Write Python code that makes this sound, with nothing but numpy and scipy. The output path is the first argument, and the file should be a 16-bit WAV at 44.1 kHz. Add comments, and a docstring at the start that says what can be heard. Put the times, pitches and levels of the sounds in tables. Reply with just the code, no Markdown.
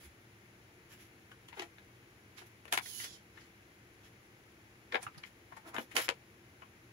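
"""A folded paper leaflet is unfolded, turned and swapped close to a phone in a small, quiet room.
It opens on a soft push of air and light brushes of paper on paper and fingers. Panels tick at 1.5 s,
then buckle near 2.7 s with hard snaps and a short flutter, and a long hissing pull draws them apart.
After a lull, the swung sheet bumps and snaps from 4.9 to 6.1 s, and one small tick ends the handling.
Two microphones of different colour hear it all, with short room reflections and a low steady hum."""
import sys
import numpy as np
from scipy import signal
from scipy.fft import rfft, irfft, next_fast_len
from scipy.io import wavfile
from scipy.ndimage import map_coordinates

SR = 44100
rng = np.random.default_rng(int(sys.argv[2]) if len(sys.argv) > 2 else 0)


def wrap_up_sound(samples):
    """Save the sound to the file named by the first command line argument, as 16-bit audio."""
    columns = np.atleast_2d(samples).T
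    # keep every value between -1 and 1, then stretch to whole-number steps
    tamed = np.clip(columns, -1, 1)
    steps = np.round(tamed * 32767).astype(np.int16)
    wavfile.write(sys.argv[1], SR, steps)


N = 305171
TIME = np.arange(N) / SR
SIZE = 8192  # samples in one burst
WIDE_PANEL_HZ = 400  # hollow pitch of a wide panel; narrower ones sit higher


# body of a snap, the panel's broad resonance: multiple of its ring pitch, level/dB
PANEL_EQ = [(.1, -40), (.26, -16), (.4, -3), (.65, -2.5), (1.0, 4), (1.5, -1), (2.4, -3), (5, -45.5)]
# low end of a snap, the flapping sheet: f/Hz, level/dB
FLAP_EQ = [(60, -19), (170, -8), (290, 3.5), (450, 2), (600, -19), (1200, -28.5)]
# bright edge of a snap, the cracking crease: f/Hz, level/dB
CRACK_EQ = [(600, -55), (1800, -14), (3400, -7), (4500, -4), (7000, -5), (11000, -10.5), (15500, -16.5)]

def snap(decay_s, ring_hz, flap_db, crack_db, pan_db):
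    """A buckle rings its panel, flaps the whole sheet and cracks the fibres in the crease."""
    panel = unit(colour(buckle(decay_s, spiky_db=2.5, alike=0.47), PANEL_EQ, ring_hz))
    pan = undb(np.array([[pan_db], [-pan_db]]) / 2)
    flap = unit(colour(buckle(0.88 * decay_s, spiky_db=5.0, alike=0.91), FLAP_EQ))
    crack = unit(colour(buckle(1.15 * decay_s, spiky_db=3.6, alike=.5), CRACK_EQ))
    return pan * panel + undb(flap_db) * flap + undb(crack_db) * crack


def buckle(decay_s, spiky_db, alike, build_up=0.36, pop=0.68, pop_s=0.0014):
    """Small slips build up, the crease pops through, then a flutter dies away."""
    t = (np.arange(SIZE) - SIZE // 4) / SR
    envelope = np.exp(-np.maximum(t, -t / build_up) / decay_s)
    force = unit(stereo_noise(SIZE, alike, spiky_db) * envelope)
    force[:, SIZE // 4] += pop * np.exp(-decay_s / pop_s)  # quick buckles are mostly one pop
    return force


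# cues for buckling panels: t/s, level/dB over 10 ms, flutter decay/s, ring f/Hz, hollow f/Hz,
# hollow level/dB re the snap, crack level/dB re the snap, ring pan/dB (left minus right)
SNAP_CUES = [(1.3162, -57, .005, 1380, 1500, -1.5, -4, 1), (1.4865, -59.5, 0.0066, 2480, 3330, 3.5, 4, 12),
             (1.53, -55.5, 0.0097, 2200, 945, -1, -20, 10.5), (1.574, -50.5, 0.019, 1570, 400, 3, -7, 5),
             (1.5955, -39.5, 0.0034, 2360, 364, -4.5, -9, -1.5), (1.6219, -47.5, .007, 1990, 330, 1, 0, 10),
             (1.784, -62, .001, 1740, 1740, 2, -22, 7), (2.382, -48, 0.023, 2400, 1190, -21, -2.5, -9),
             (2.419, -56, 0.0057, 800, 378, -3, -15, 0), (2.654, -55.5, 0.0025, 1840, 450, -3, -5.5, 5.5),
             (2.681, -53.5, .005, 1840, 600, -14, -6.5, -1), (2.7255, -32, .0016, 1780, 760, -9.5, 2, 2),
             (2.733, -35, .012, 1490, 780, -15, 3.5, 4.5), (2.7759, -30, .003, 1900, 1100, -17, -5.5, 2.5),
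             (2.86, -55, 0.021, 2000, 1890, 3, -7, -3), (3.0002, -53.5, 0.0034, 2620, 1895, 7.5, 5, 12),
             (3.044, -49.5, .008, 2000, 454, -9, 8, 9), (3.376, -54.5, 0.011, 1740, 470, -12, -17, 3.5),
             (4.924, -40, .006, 1920, 500, -12, -14, 0), (4.945, -33, 0.0029, 1590, 488, -1, -27, 5),
             (4.955, -34.5, 0.0026, 1830, 780, -2, -23, -2.5),
             (5.029, -53.5, 0.0088, 1000, 8800, 12.5, 0, 3), (5.067, -46, 0.0053, 1040, 1280, 0, -23, -11),
             (5.147, -58.5, 0.015, 1760, 1280, -9, -10, 1), (5.18, -60, 0.017, 1110, 4730, 9.5, -1, 3),
             (5.2358, -47.5, 0.00092, 2250, 2010, -3.5, -31, 8.5),
             (5.523, -55.5, 0.005, 905, 930, 1.5, -22, 6), (5.57, -52, .011, 940, 890, -8, -2.5, 3.5),
             (5.665, -50, 0.058, 1000, 322, -0.5, -15, -6), (5.746, -41, 0.013, 1010, 450, -14, -6, -1),
             (5.7648, -44, .0025, 1550, 442, -13, -8, 14),
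             (5.783, -36.5, 0.0021, 1390, 247, -3.5, -29, -1.5),
             (5.917, -53.5, 0.014, 1900, 1500, -12, 0, 9.5), (5.9558, -45.5, 0.0036, 1450, 314, 3, 5.5, -8),
             (5.9665, -29, .004, 2340, 506, -7.5, 1, -14),
             (5.9801, -32.5, 0.023, 1890, 520, -6.5, 1.5, 5.5),
             (6.0823, -46.5, 0.00046, 2330, 2320, -11, -22, 18),
             (6.0896, -29.5, .0015, 2250, 464, -10, -4, 2.5),
             (6.622, -55, 0.0085, 1300, 1084, -1, -20, 6.5)]

def snaps(firm_db=-47, rebound_s=.0095, rebound_db=-13):
    """Each panel buckles, and after a firm snap springs back; wide panels flap the most."""
    out = np.zeros((2, N))
    for s, db, decay_s, ring_hz, hollow_hz, _, crack_db, pan_db in SNAP_CUES:
        flap_db = -9.5 - 4.5 * np.log2(hollow_hz / WIDE_PANEL_HZ)
        add(out, undb(db) * snap(decay_s, ring_hz, flap_db, crack_db, pan_db), s)
        if db > firm_db:
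            rebound = snap(1.36 * decay_s, ring_hz, flap_db, crack_db, pan_db + 3.5)  # longer, more left
            add(out, undb(db + rebound_db) * rebound, s + rebound_s)
    return out


# hollow modes of a cupped panel: multiple of its hollow pitch, level/dB
HOLLOW_MODES = [(1.0, 1), (2.05, -7)]

def creaks(q=11, wide_decay_s=.014, damping=0.41):
    """The slips of each buckle drive the narrow modes of the cupped panel; low ones sing longest."""
    out = np.zeros((2, N))
    for s, db, _, _, hollow_hz, hollow_db, _, _ in SNAP_CUES:
        decay_s = wide_decay_s * (WIDE_PANEL_HZ / hollow_hz) ** damping
        slips = buckle(decay_s, spiky_db=2.5, alike=0.92)
        for multiple, mode_db in HOLLOW_MODES:
            b, a = signal.iirpeak(multiple * hollow_hz, q, fs=SR)
            add(out, undb(db + hollow_db + mode_db) * unit(signal.lfilter(b, a, slips)), s)
    return out


# brief strokes of paper on paper or skin: centre t/s, length/s, hiss level/dB
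STROKE_CUES = [(.036, 0.049, -59.5), (0.928, 0.032, -57), (1.02, .056, -61), (1.604, 0.053, -57),
               (2.469, 0.012, -63), (3.046, 0.036, -46), (3.41, 0.077, -63.5), (4.058, 0.031, -62),
               (5.034, 0.025, -51.5), (5.269, .02, -58), (5.685, .02, -54.5), (5.804, 0.038, -52),
               (6.02, 0.0089, -36.5), (6.046, 0.024, -42)]
# fader ride of the long pull that parts the panels: t/s, hiss level/dB before the pull's gain
PULL_FADER = [(2.815, -56), (2.823, -58), (2.869, -48), (2.901, -51.5), (3.047, -46.5), (3.073, -52),
              (3.153, -54.5), (3.24, -91)]
# bright friction hiss: f/Hz, level/dB
HISS_EQ = [(1800, -33), (3300, 1), (5000, 5.5), (7000, -2), (11000, -0.5), (15500, -2)]
# midrange ring of a rubbed panel: f/Hz, level/dB
RUB_EQ = [(150, -6), (350, -8), (800, -8), (1300, -1), (1900, 4), (3000, 1), (5000, -4)]

def slides(pull_gain_db=5.5, light_touch_db=-60, light_rub_db=-59.5, rub_growth=0.72):
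    """Fibres catch and slip in dense grains: a scraping hiss, and the ring of the rubbed panel."""
    pull_db = pull_gain_db + np.interp(TIME, *np.transpose(PULL_FADER), left=-np.inf, right=-np.inf)
    hiss_power = undb(pull_db) ** 2
    rub_power = undb(pull_db - 20.5) ** 2  # a taut panel hardly rings
    for s, length_s, db in STROKE_CUES:
        stroke = np.exp2(-np.minimum((2 * (TIME - s) / length_s) ** 2, 60))
        rub_db = light_rub_db + rub_growth * (db - light_touch_db)  # a firm touch mostly hisses
        hiss_power += stroke * undb(db) ** 2
        rub_power += stroke * undb(rub_db) ** 2
    broad_hiss = unit(colour(stereo_noise(N, alike=0.4), HISS_EQ))
    hiss = unit(broad_hiss + scrape())
    rub = unit(colour(stereo_noise(N, alike=0.37, spiky_db=2.3), RUB_EQ))
    grip = undb(1.6 * wander(120))  # the contact pressure flutters
    return np.sqrt(N) * grip * (np.sqrt(hiss_power) * hiss + np.sqrt(rub_power) * rub)


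# bands that sing as paper slides on paper: f/Hz, width/Hz, level/dB re the broad hiss
SCRAPE_BANDS = [(3320, 190, -10), (5190, 860, -7), (6040, 240, -8.5), (6910, 200, -8.5), (10900, 470, -8)]

def scrape(drift=.045, drift_hz=18):
    """Narrow resonances of the sliding panel; they shift as its free length and curl change."""
    out = 0
    for hz, width, db in SCRAPE_BANDS:
        centre_hz = hz * (1 + drift * wander(drift_hz))
        noise = rng.standard_normal((2, N)) + 1j * rng.standard_normal((2, N))
        band = signal.sosfilt(signal.butter(2, width / 2, fs=SR, output="sos"), noise)
        carrier = np.exp(2j * np.pi * np.cumsum(centre_hz) / SR)
        out = out + undb(db) * unit(np.real(band * carrier))
    return out


# soft thumps as the sheet is swung or grabbed: centre t/s, half-length/s, f/Hz, envelope peak level/dB
BUMP_CUES = [(.075, 0.022, 71.4, -48), (5.07, 0.0085, 114, -46), (5.18, 0.011, 148, -47),
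             (5.785, 0.014, 136, -53), (5.96, 0.0088, 255, -53)]

def bumps():
    """A swung sheet pushes a few cycles of air."""
    out = np.zeros(N)
    for s, half_s, hz, db in BUMP_CUES:
        t = TIME - s
        out += undb(db) * np.exp(-(t / half_s) ** 2) * np.sin(2 * np.pi * hz * t)
    return out


# treble ride, how squarely the sheet's edge faces the phone: t/s, top-octave level/dB
FACING_FADER = [(0, 3), (1.0, -1.5), (1.6, -3.5), (2.7, 3.5), (3.02, 2), (3.1, -10.5), (4.95, -4.5),
                (5.8, -0.5), (6.0, 2.5), (6.1, -3)]

def radiate(x, low_cut_hz=190, beam_hz=8500):
    """A thin sheet sheds little bass, and beams its top octave."""
    x = signal.sosfilt(signal.butter(3, low_cut_hz, "high", fs=SR, output="sos"), x)
    top = signal.sosfiltfilt(signal.butter(4, beam_hz, "high", fs=SR, output="sos"), x)
    top_gain = undb(np.interp(TIME, *np.transpose(FACING_FADER)))
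    return x + (top_gain - 1) * top


def room(x, first_s=0.003, t60_s=0.11, wet_db=-6.5, walls_db=-11):
    """Near surfaces answer within milliseconds; the walls add a faint dull layer that dies with them."""
    t = np.arange(2 * SIZE) / SR
    fade_in = np.clip(2 * t / first_s - 1, 0, 1)
    echoes = stereo_noise(2 * SIZE, alike=0.32, spiky_db=5.5) * fade_in
    dull = signal.sosfilt(signal.butter(1, 3000, fs=SR, output="sos"), echoes)
    response = unit((echoes + undb(walls_db) * dull) * undb(-60 * t / t60_s))
    return x + undb(wet_db) * signal.fftconvolve(x, response, axes=1)[:, :N]


# bass-heavy room air: f/Hz, level/dB
AIR_EQ = [(20, -61), (40, -8.5), (75, 0), (105, 4), (150, -5), (260, -5), (340, -6.5), (550, -13.5),
          (1000, -18.5), (2200, -13), (3500, -20.5), (7000, -28), (9000, -25.5), (15500, -26)]
# low drones in the room: f/Hz, half-width/Hz, level/dB
HUM_BANDS = [(119.1, 9.7, -67), (195.4, 25, -71.5), (343.6, 26.6, -68.5), (459.6, 21, -76.5)]

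def room_tone(air_db=-59.5):
    """Steady room air with a few droning bands of noise."""
    n = next_fast_len(N)
    f = np.arange(n // 2 + 1) * SR / n
    air = unit(colour(stereo_noise(N, alike=0.34, shared_hz=560), AIR_EQ))
    hum = 0
    for hz, half_width, db in HUM_BANDS:
        band = rfft(rng.standard_normal(n)) / (1 + ((f - hz) / half_width) ** 2)
        hum = hum + undb(db) * unit(irfft(band, n)[:N])
    left, right = np.sqrt(N) * (undb(air_db) * air + hum)
    return np.array([delay(left, lag_s=0.00016), right])


def undb(db):
    """Decibels to gain."""
    return 10 ** (np.asarray(db) / 20)


def unit(x):
    """Scale each channel to unit energy."""
    return x / np.sqrt(np.sum(x ** 2, axis=-1, keepdims=True) + 1e-18)


def colour(x, points, hz=1):
    """Minimum-phase EQ through (frequency in units of hz, dB) points."""
    n = 2 * next_fast_len((x.shape[-1] + SIZE) // 2)
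    freq, db = np.transpose(points)
    f = np.maximum(np.arange(n // 2 + 1), 1) * SR / n
    gain = undb(np.interp(np.log(f), np.log(freq * hz), db))
    cepstrum = irfft(np.log(gain))
    cepstrum[1:n // 2] *= 2
    cepstrum[n // 2 + 1:] = 0
    return irfft(rfft(x, n) * np.exp(rfft(cepstrum)))[..., :x.shape[-1]]


def stereo_noise(size, alike, spiky_db=0, shared_hz=480):
    """Noise, near mono in the bass and partly alike above; spiky_db breaks it into uneven grains."""
    n = next_fast_len(size)
    f = np.arange(n // 2 + 1) * SR / n
    shared = np.clip(alike + (.97 - alike) / (1 + (f / shared_hz) ** 4), 0, 1)
    noise = rfft(rng.standard_normal((3, n)))
    spectrum = np.sqrt(shared) * noise[0] + np.sqrt(1 - shared) * noise[1:]
    grain_db = spiky_db * np.minimum(rng.exponential(size=size // 8 + 1), 4.5)
    return unit(undb(grain_db).repeat(8)[:size] * irfft(spectrum, n)[:, :size])


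def wander(rate):
    """Random modulation with a spread near 1, turning rate times a second."""
    knots = rng.standard_normal(int(rate * N / SR) + 2)
    return np.interp(TIME * rate, np.arange(len(knots)), knots)


def delay(x, lag_s):
    """Delay one channel by a time that may move."""
    return map_coordinates(x, [np.arange(N) - lag_s * SR], order=3)


def add(out, burst, s):
    """Mix in a burst with its peak, a quarter of the way along, at time s."""
    start = int(s * SR) - SIZE // 4
    out[:, start:start + SIZE] += burst[:, :N - start] * np.sqrt(SR / 100)  # unit energy: 0 dB over 10 ms


# the sheet's path across the stereo image: t/s, left microphone delay/s
SHEET_PATH = [(0, -0.00013), (4.2, 0.00052), (4.949, 0.00045), (5.2, 0.0023), (5.6, .00013), (6.9, 0.00032)]

def scene():
    """The leaflet moves across the two microphones in its room."""
    paper = radiate(snaps() + creaks() + slides())
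    left, right = room(paper) + bumps()
    lag_s = np.interp(TIME, *np.transpose(SHEET_PATH))
    return np.array([delay(left, lag_s), right]) + room_tone()


# mid-forward left microphone: f/Hz, level/dB
LEFT_MIC_EQ = [(100, -4), (450, -1), (600, 3.5), (780, 5.5), (1300, 3), (2150, 4), (3000, 1), (4200, -6),
               (5600, -28), (7300, -4.5), (8800, -14), (11000, -19.5), (13500, -16), (15500, -17)]
# brighter right microphone: f/Hz, level/dB
RIGHT_MIC_EQ = [(100, -4), (430, -2.5), (640, -6.5), (850, 0), (1300, -1), (1800, -0.5), (2300, -3.5),
                (4000, -3), (7000, -2.5), (8200, -8.5), (9800, -2), (11100, 6), (12300, -5), (13600, -6.5),
                (15200, 0)]

def record(dry, hiss_db=-72.5, high_cut_hz=15700):
    """Each microphone has its own colour and a faint hiss; the top is cut."""
    heard = np.array([colour(dry[0], LEFT_MIC_EQ), colour(dry[1], RIGHT_MIC_EQ)])
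    hiss_eq = [(3000, 3.5), (6800, 5.5), (8200, -9.5), (15000, -14.5)]  # f/Hz, level/dB
    hiss = unit(colour(rng.standard_normal((2, N)), hiss_eq))
    heard = heard + undb(hiss_db) * np.sqrt(N) * hiss
    return signal.sosfilt(signal.ellip(10, .2, 70, high_cut_hz, fs=SR, output="sos"), heard)


dry = scene()
out = record(dry)
wrap_up_sound(out)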